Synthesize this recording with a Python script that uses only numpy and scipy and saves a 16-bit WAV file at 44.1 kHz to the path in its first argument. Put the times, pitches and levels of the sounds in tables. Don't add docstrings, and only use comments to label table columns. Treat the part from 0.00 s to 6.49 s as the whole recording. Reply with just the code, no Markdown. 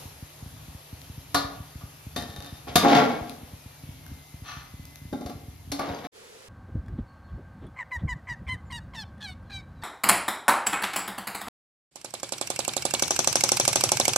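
import sys
import numpy as np
from scipy import signal
from scipy.fft import rfft, irfft, next_fast_len
from scipy.io import wavfile
from scipy.ndimage import uniform_filter1d, map_coordinates

SR = 44100
rng = np.random.default_rng(int(sys.argv[2]) if len(sys.argv) > 2 else 0)


def persist_wave(psi):
    counts = np.round(np.clip(psi, -1, 1) * 32767).astype(np.int16)
    wavfile.write(sys.argv[1], SR, np.atleast_2d(counts).T)


N = 286014
TIME = np.arange(N) / SR


def amp(db):
    return 10 ** (np.asarray(db) / 20)


def unit(x):
    return x / np.sqrt(np.mean(x ** 2) + 1e-20)


def along(points, hz):
    freqs, *columns = np.transpose(points)
    return np.squeeze([np.interp(np.log(hz + 1), np.log(freqs + 1), c) for c in columns])


def automation(rows):
    times, *columns = np.transpose(rows)
    return [np.interp(TIME, times, c) for c in columns]


def wobble(rate):
    return map_coordinates(rng.standard_normal(int(N * rate / SR) + 4), [TIME * rate])


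def swell(start, rise, db, fall_db_per_s):
    t = TIME - start
    return np.clip(t / rise, 0, 1) * amp(db - fall_db_per_s * np.maximum(t - rise, 0))


def filtered(x, response):
    size = next_fast_len(N + SR // 2)
    return irfft(rfft(x, size) * response(np.fft.rfftfreq(size, 1 / SR)), size)[..., :N]


def eq(points):
    return lambda hz: amp(along(points, hz))


def body(modes, width_hz):
    def response(hz):
        f = hz[::16]
        damping = 1j * f * width_hz
        peaks = [(-1) ** k * amp(db) * damping / (centre ** 2 - f ** 2 + damping)
                 for k, (centre, db) in enumerate(modes)]
        return np.interp(hz, f, sum(peaks))
    return response


def noise(response, patchy_db):
    spectra = signal.stft(rng.standard_normal((2, N)), nperseg=512)[2]
    patches = uniform_filter1d(rng.standard_normal(spectra.shape[1:]), 6, axis=0)
    patches = unit(uniform_filter1d(patches, 12, axis=1))
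    pair = signal.istft(spectra * amp(patchy_db * patches), nperseg=512)[1][:, :N]
    return unit(filtered(pair, response))


def contacts(rate, spread_db):
    hits = rng.random((2, N)) < rate / SR
    return unit(hits * rng.standard_normal((2, N)) * amp(spread_db * rng.standard_normal(N)))


def add(track, start, sound):
    part = track[..., round(start * SR):][..., :sound.shape[-1]]
    part += sound[..., :part.shape[-1]]


# (frequency [Hz], likeness [0-1], left lead [rad])
STOVE_IMAGE = [(100, 1, 0), (300, 0.82, 0.5), (686, 0.39, 0.6), (1540, 0.17, 0.56), (3040, 0.66, -1.5),
               (5700, 0, 0.9), (7875, 1, 3.5), (8710, 1, 3), (10430, 0.4, 5.5), (11300, .99, 7),
               (13300, 0.8, 6.5), (14800, 0.99, 9.5)]
AWAY_IMAGE = [(104, 0.82, 1), (1020, 0.47, -2), (6900, 0.2, -1.5), (12950, 0.56, 9)]
# (frequency [Hz], left over right [dB])
STOVE_BALANCE = [(100, .5), (300, 0), (5000, 3), (7500, 0.5)]
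AWAY_BALANCE = [(3000, -0.8)]
def phone_mics(pair, image, balance):
    def mix(hz):
        likeness, lead = along(image, hz)
        width = np.arccos(np.clip(likeness, 0, 1)) / 2
        mid, side = np.cos(width), np.sin(width)
        leftward = amp(along(balance, hz) / 2) * np.exp(.5j * lead)
        low_cut = (1j * hz / (1j * hz + 30)) ** 2
        return low_cut * np.array([[mid, side] * leftward, [mid, -side] / leftward])
    return filtered(pair, mix).sum(axis=1)


# (frequency [Hz], T60 [s])
KITCHEN_DECAY = [(200, 0.71), (2000, 0.55), (12000, 0.28)]
def kitchen_reverb(x):
    hz, t, spectra = signal.stft(rng.standard_normal((2, SR // 2)), SR, nperseg=256)
    decay = amp(-60 * t / along(KITCHEN_DECAY, hz)[:, None])
    tail = signal.istft(spectra * decay, SR, nperseg=256)[1]
    predelayed = np.pad(x, ((0, 0), (300, 0)))
    return signal.fftconvolve(predelayed, tail / np.linalg.norm(tail[0]), axes=1)[:, :N]


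# (frequency [Hz], level [dB])
ROOM_EQ = [(80, -2), (300, -5), (450, 10), (600, -1.5), (6000, -8.5), (11000, -14), (15500, -26)]
def room_tone():
    return amp(-49.5) * noise(eq(ROOM_EQ), patchy_db=-0.1)


# (time [s], rumble level [dB], hiss level [dB])
BURNER_LEVELS = [(0, -49, -44.5), (.15, -53, -50), (3.5, -49.5, -51.5), (6.07, -52.5, -56)]
# (frequency [Hz], level [dB])
RUMBLE_EQ = [(25, -15), (70, 3.5), (140, 2.5), (200, -13), (275, -5), (400, -30.5), (800, -87)]
HISS_EQ = [(150, -21.5), (300, 2.5), (750, 6.5), (1500, 0.5), (3000, 1), (6000, -1.5), (11000, -1.5),
           (14500, -5), (15600, -24.5)]
def burner():
    rumble_db, hiss_db = automation(BURNER_LEVELS)
    rumble = amp(rumble_db + 3.7 * wobble(8.2)) * noise(eq(RUMBLE_EQ), patchy_db=0)
    hum = amp(-54 + 1.9 * wobble(15)) * np.sin(2 * np.pi * 149 * TIME)
    hiss = amp(hiss_db) * noise(eq(HISS_EQ), patchy_db=1.1)
    return rumble + hiss + hum * [[1], [0]]


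# (time [s], level [dB])
FLAME_POPS = [(0.054, -31.5), (.224, -30), (.424, -30.5), (0.46, -32), (0.682, -32), (0.747, -32.5),
              (.927, -29.5), (1.097, -30.5), (1.177, -30), (1.444, -28), (1.601, -30), (1.754, -30),
              (1.835, -29.5), (2.066, -29), (2.291, -30.5), (2.381, -28.5), (2.524, -29), (2.692, -32),
              (3.21, -28), (3.43, -31.5), (3.532, -31.5), (3.658, -32.5), (3.835, -33.5), (3.889, -31),
              (4.116, -31), (4.34, -31.5), (4.419, -32), (4.567, -33.5), (4.739, -31), (4.795, -32),
              (5.016, -34.5), (5.052, -31), (5.252, -28.5), (5.351, -31.5), (5.481, -31), (5.674, -33.5),
              (5.7, -31.5), (5.899, -28)]
def flame_pops():
    sound, t = np.zeros(N), np.arange(SR // 20) / SR
    hollow = amp(-9.5 - 60 * t / 0.053) * np.sin(2 * np.pi * 275 * t)
    for start, db in FLAME_POPS:
        age = t / amp(0.55 * rng.standard_normal())
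        cycles = (age / .0048) ** .55 - .2
        envelope = (age / .0062 * np.exp(1 - age / .0062)) ** 1.4
        add(sound, start, amp(db) * (hollow - np.sin(2 * np.pi * cycles) * envelope))
    return sound * [[1], [0]]


# (time [s], pitch [Hz], level [dB])
WHISTLE_GLIDE = [(3.5, 2554, -65), (3.95, 2190, -64.5), (4.2, 2080, -60), (4.55, 2036, -66.5),
                 (4.95, 2036, -58.5), (5.7, 2130, -69)]
def whistle(fade_s=0.079):
    hz, db = automation(WHISTLE_GLIDE)
    phase = 2 * np.pi * np.cumsum(hz) / SR + 0.46 * wobble(30)
    fade_in = np.clip((TIME - WHISTLE_GLIDE[0][0]) / fade_s, 0, 1)
    fade_out = np.clip((WHISTLE_GLIDE[-1][0] - TIME) / fade_s, 0, 1)
    return fade_in * fade_out * amp(db) * np.array([np.sin(phase), np.cos(phase)])


# (time [s], level [dB], pitch [Hz])
OIL_SPITS = [(1.017, -36, 4260), (3.296, -27.5, 4074), (4.065, -37, 1580), (4.854, -33, 6460),
             (4.958, -33.5, 5930)]
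def oil_spits():
    sound, t = np.zeros((2, N)), np.arange(SR // 50) / SR
    for start, db, hz in OIL_SPITS:
        ping = np.sin(2 * np.pi * hz * t) * amp(-60 * t * hz / 18)
        click = 0.93 * rng.standard_normal((2, len(t))) * amp(-60 * t / 0.0072)
        add(sound, start, amp(db) * (ping + click))
    return sound


# (time [s], level [dB], pitch [Hz])
METAL_CLINKS = [(5.72, -27.5, 4130), (5.89, -37, 3770), (5.947, -37.5, 4750)]
def clinks():
    sound, t = np.zeros((2, N)), np.arange(SR // 10) / SR
    for start, db, hz in METAL_CLINKS:
        ring = np.sin(2 * np.pi * hz * t) + .9 * np.sin(2 * np.pi * 1.32 * hz * t)
        add(sound, start, amp(db - 60 * t / 0.028) * ring * [[1], [.3]])
    return sound


# (frequency [Hz], level [dB])
WIRE_MODES = [(750, -2), (1155, 4.5), (1250, 1), (1440, 1.5), (1780, -1.5), (2190, -4.5), (2600, -6),
              (3330, -2), (4220, -7.5), (5950, -1)]
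CRISP_EQ = [(400, -5.5), (1500, 2.5), (3500, 7), (7000, -5), (10000, -17), (16000, -50)]
def skimmer_scrape(start_s=4.432, lift_off_s=4.67):
    slips = contacts(rate=4700, spread_db=4)
    wires = body(WIRE_MODES, width_hz=70)
    rasp = unit(filtered(slips, lambda hz: wires(hz) + amp(along(CRISP_EQ, hz) - 16.5)))
    touching = np.clip((lift_off_s - TIME) / 0.018 + 1, 0, 1)
    return touching * swell(start_s, rise=0.061, db=-38, fall_db_per_s=100) * rasp


# (time [s], attack [s], level [dB], decay [dB/s])
TREMBLES = [(2.167, 0.0067, -41, 57), (2.329, 0.041, -46.5, 56.5)]
# (frequency [Hz], level [dB])
PLATE_LOW_MODES = [(222, -2.5), (252, -3.5), (278, -3.5), (382, -8.5), (445, -10), (577, -3.5), (706, -5),
                   (752, -6), (807, -3), (835, -3.5), (1105, -9), (1369, -9), (1600, -17.5), (2000, -19.5),
                   (2210, -19.5)]
PLATE_BRIGHT_MODES = [(1785, -3), (3100, -6), (3610, 1), (3705, 4), (3850, -7.5)]
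CRACK_EQ = [(150, 0.5), (1000, -3), (2700, -10), (4300, -2.5), (6200, -7.5), (11000, -12), (13000, -16),
            (16000, -27.5)]
def skimmer_tremble():
    def response(hz):
        wires = amp(-5.5) * body(WIRE_MODES, width_hz=16)(hz)
        rim = body(PLATE_BRIGHT_MODES, width_hz=33)(hz)
        plate = amp(4) * body(PLATE_LOW_MODES, width_hz=20)(hz)
        return wires + rim + plate + amp(along(CRACK_EQ, hz) - 9)
    chatter = contacts(rate=250, spread_db=3) * amp(4 * wobble(24))
    return sum(swell(*move) for move in TREMBLES) * unit(filtered(chatter, response))


# (time [s], attack [s], level [dB], decay [dB/s], ring over thud [dB], crispness over thud [dB])
SNACK_MOVES = [(2.666, 0.013, -40.5, 63, 1, -5), (2.799, 0.13, -16.5, 96.5, 0, -8.5),
               (5.787, 0.0114, -33, 114, -8, -8), (5.87, 0.025, -37, 71, -8, -11.5),
               (6.035, 0.014, -42, 36, -1.5, -6.5)]
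# (frequency [Hz], level [dB])
THUD_EQ = [(60, -25), (130, -10.5), (230, -5), (330, -3.5), (700, -2), (1000, -8), (2200, -17), (4000, -40)]
def snack_tumble():
    blows = contacts(rate=1400, spread_db=2) * amp(3 * wobble(45))
    thud = unit(filtered(blows, eq(THUD_EQ)))
    ring = unit(filtered(blows, body(PLATE_LOW_MODES, width_hz=22.3)))
    edges = contacts(rate=2500, spread_db=3) * amp(3.5 * wobble(40))
    crisp = unit(filtered(edges, eq(CRISP_EQ)))
    return sum(swell(*move) * (thud + amp(ring_db) * ring + amp(crisp_db) * crisp)
               for *move, ring_db, crisp_db in SNACK_MOVES)


# (time [s], level [dB])
SNACK_HITS = [(2.852, -24), (2.88, -30), (2.926, -13), (2.955, -20), (2.98, -21.5), (3.019, -20),
              (3.075, -27)]
def snack_landings():
    sound, t = np.zeros((2, N)), np.arange(SR // 6) / SR
    hz, mode_db = np.transpose(PLATE_LOW_MODES)[:, :, None]
    tilt_db = 4 * np.log2(hz / 1000)
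    envelope = (1 - np.exp(-t / 0.0035)) * amp(-60 * t / 0.14)
    for start, db in SNACK_HITS:
        gains = amp(mode_db + tilt_db + rng.normal(0, 3, (2, len(hz), 1)))
        ring = (gains * np.sin(2 * np.pi * hz * t)).sum(axis=1)
        add(sound, start, amp(db) * envelope * ring)
    return sound


# (time [s], level [dB], low send [dB], wire send [dB], bright send [dB], pan only: boom level [dB])
PAN_HITS = [(1.3445, -14.5, 4, -1, 4, -25.5), (1.808, -51.5, 11, 3.5, -14, -51),
            (5.717, -23.5, 1, -24, -6.5, -27.5), (5.792, -32, -1, 3.5, -3, -37)]
PLATE_HITS = [(2.161, -24, -1.5, -22, 3), (2.235, -41.5, 4.5, -24, -6.5), (2.756, -7, -12.5, -11.5, -1),
              (5.127, -41.5, 18.5, -34, 4), (5.209, -44.5, 12, -17, -1), (5.26, -36, 4.5, -25, -12),
              (5.295, -39.5, 8, -15, -14)]
def pan_boom(hz=281, beat_hz=5.5, attack_s=0.015, t60_s=0.48):
    sound, t = np.zeros((2, N)), np.arange(SR // 2) / SR
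    envelope = (1 - np.exp(-t / attack_s)) * amp(-60 * t / t60_s)
    beating = 0.67 + np.cos(np.pi * beat_hz * t) ** 2
    ring = envelope * beating * np.sin(2 * np.pi * hz * t)
    for start, *_, boom_db in PAN_HITS:
        add(sound, start, amp(boom_db) * ring * [[1], [0]])
    return sound


# (frequency [Hz], level [dB])
PAN_LOW_MODES = [(583, -4.5), (690, -6), (748, 3), (820, -1.5), (1045, -11), (1448, -13)]
PAN_BRIGHT_MODES = [(3500, -11.5), (3620, 3.5), (3850, 0), (4110, 1.5), (4420, -2.5), (4540, -2.5),
                    (4950, -9)]
def skimmer_knocks():
    buses, t = np.zeros((6, 2, N)), np.arange(SR // 8) / SR
    crack, wires, pan_bright, plate_bright, pan_low, plate_low = buses
    push = 2.6 * t / 0.00073 * np.exp(1 - t / 0.00038) * [[1], [.3]]
    envelope = (1 - np.exp(-t / 0.0012)) * (amp(-60 * t / 0.026) + 0.48 * amp(-60 * t / 0.15))
    for hits, bright, low in [(PAN_HITS, pan_bright, pan_low), (PLATE_HITS, plate_bright, plate_low)]:
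        for start, db, low_db, wire_db, bright_db, *_ in hits:
            rattle = rng.standard_normal((2, len(t))) * envelope
            add(crack, start, amp(db) * rattle)
            add(wires, start, amp(db + wire_db) * rattle)
            add(bright, start, amp(db + bright_db) * rattle)
            add(low, start, amp(db + low_db) * (rattle + push))

    def blunt_wires(hz):
        return body(WIRE_MODES, width_hz=55)(hz) / (1 + 1j * hz / 1000) ** 3
    return (amp(7.5) * filtered(crack, eq(CRACK_EQ))
            + amp(31.5) * filtered(wires, blunt_wires)
            + amp(14) * filtered(pan_bright, body(PAN_BRIGHT_MODES, width_hz=20))
            + amp(14) * filtered(plate_bright, body(PLATE_BRIGHT_MODES, width_hz=55))
            + amp(17.5) * filtered(pan_low, body(PAN_LOW_MODES, width_hz=9))
            + amp(17.5) * filtered(plate_low, body(PLATE_LOW_MODES, width_hz=36)))


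def scene(cut_s=6.071, resume_s=6.118):
    foley = skimmer_knocks() + skimmer_tremble() + snack_tumble() + skimmer_scrape()
    foley += oil_spits() + clinks() + snack_landings()
    mix = foley * [[1], [.6]] + amp(-5.5) * kitchen_reverb(foley)
    mix += pan_boom() + flame_pops() + burner() + whistle()
    stove = phone_mics(mix, STOVE_IMAGE, STOVE_BALANCE)
    away = phone_mics(room_tone(), AWAY_IMAGE, AWAY_BALANCE)
    cut = np.clip((cut_s - TIME) / 0.00081, 0, 1)
    fade_in = np.clip((TIME - resume_s) / 0.043, 0, 1)
    return stove * cut + away * fade_in


def record(dry, ceiling=0.8, top_hz=16600):
    soft = dry / (1 + np.abs(dry / ceiling) ** 4) ** .25
    return filtered(soft, lambda hz: hz < top_hz)


dry = scene()
out = record(dry)
persist_wave(out)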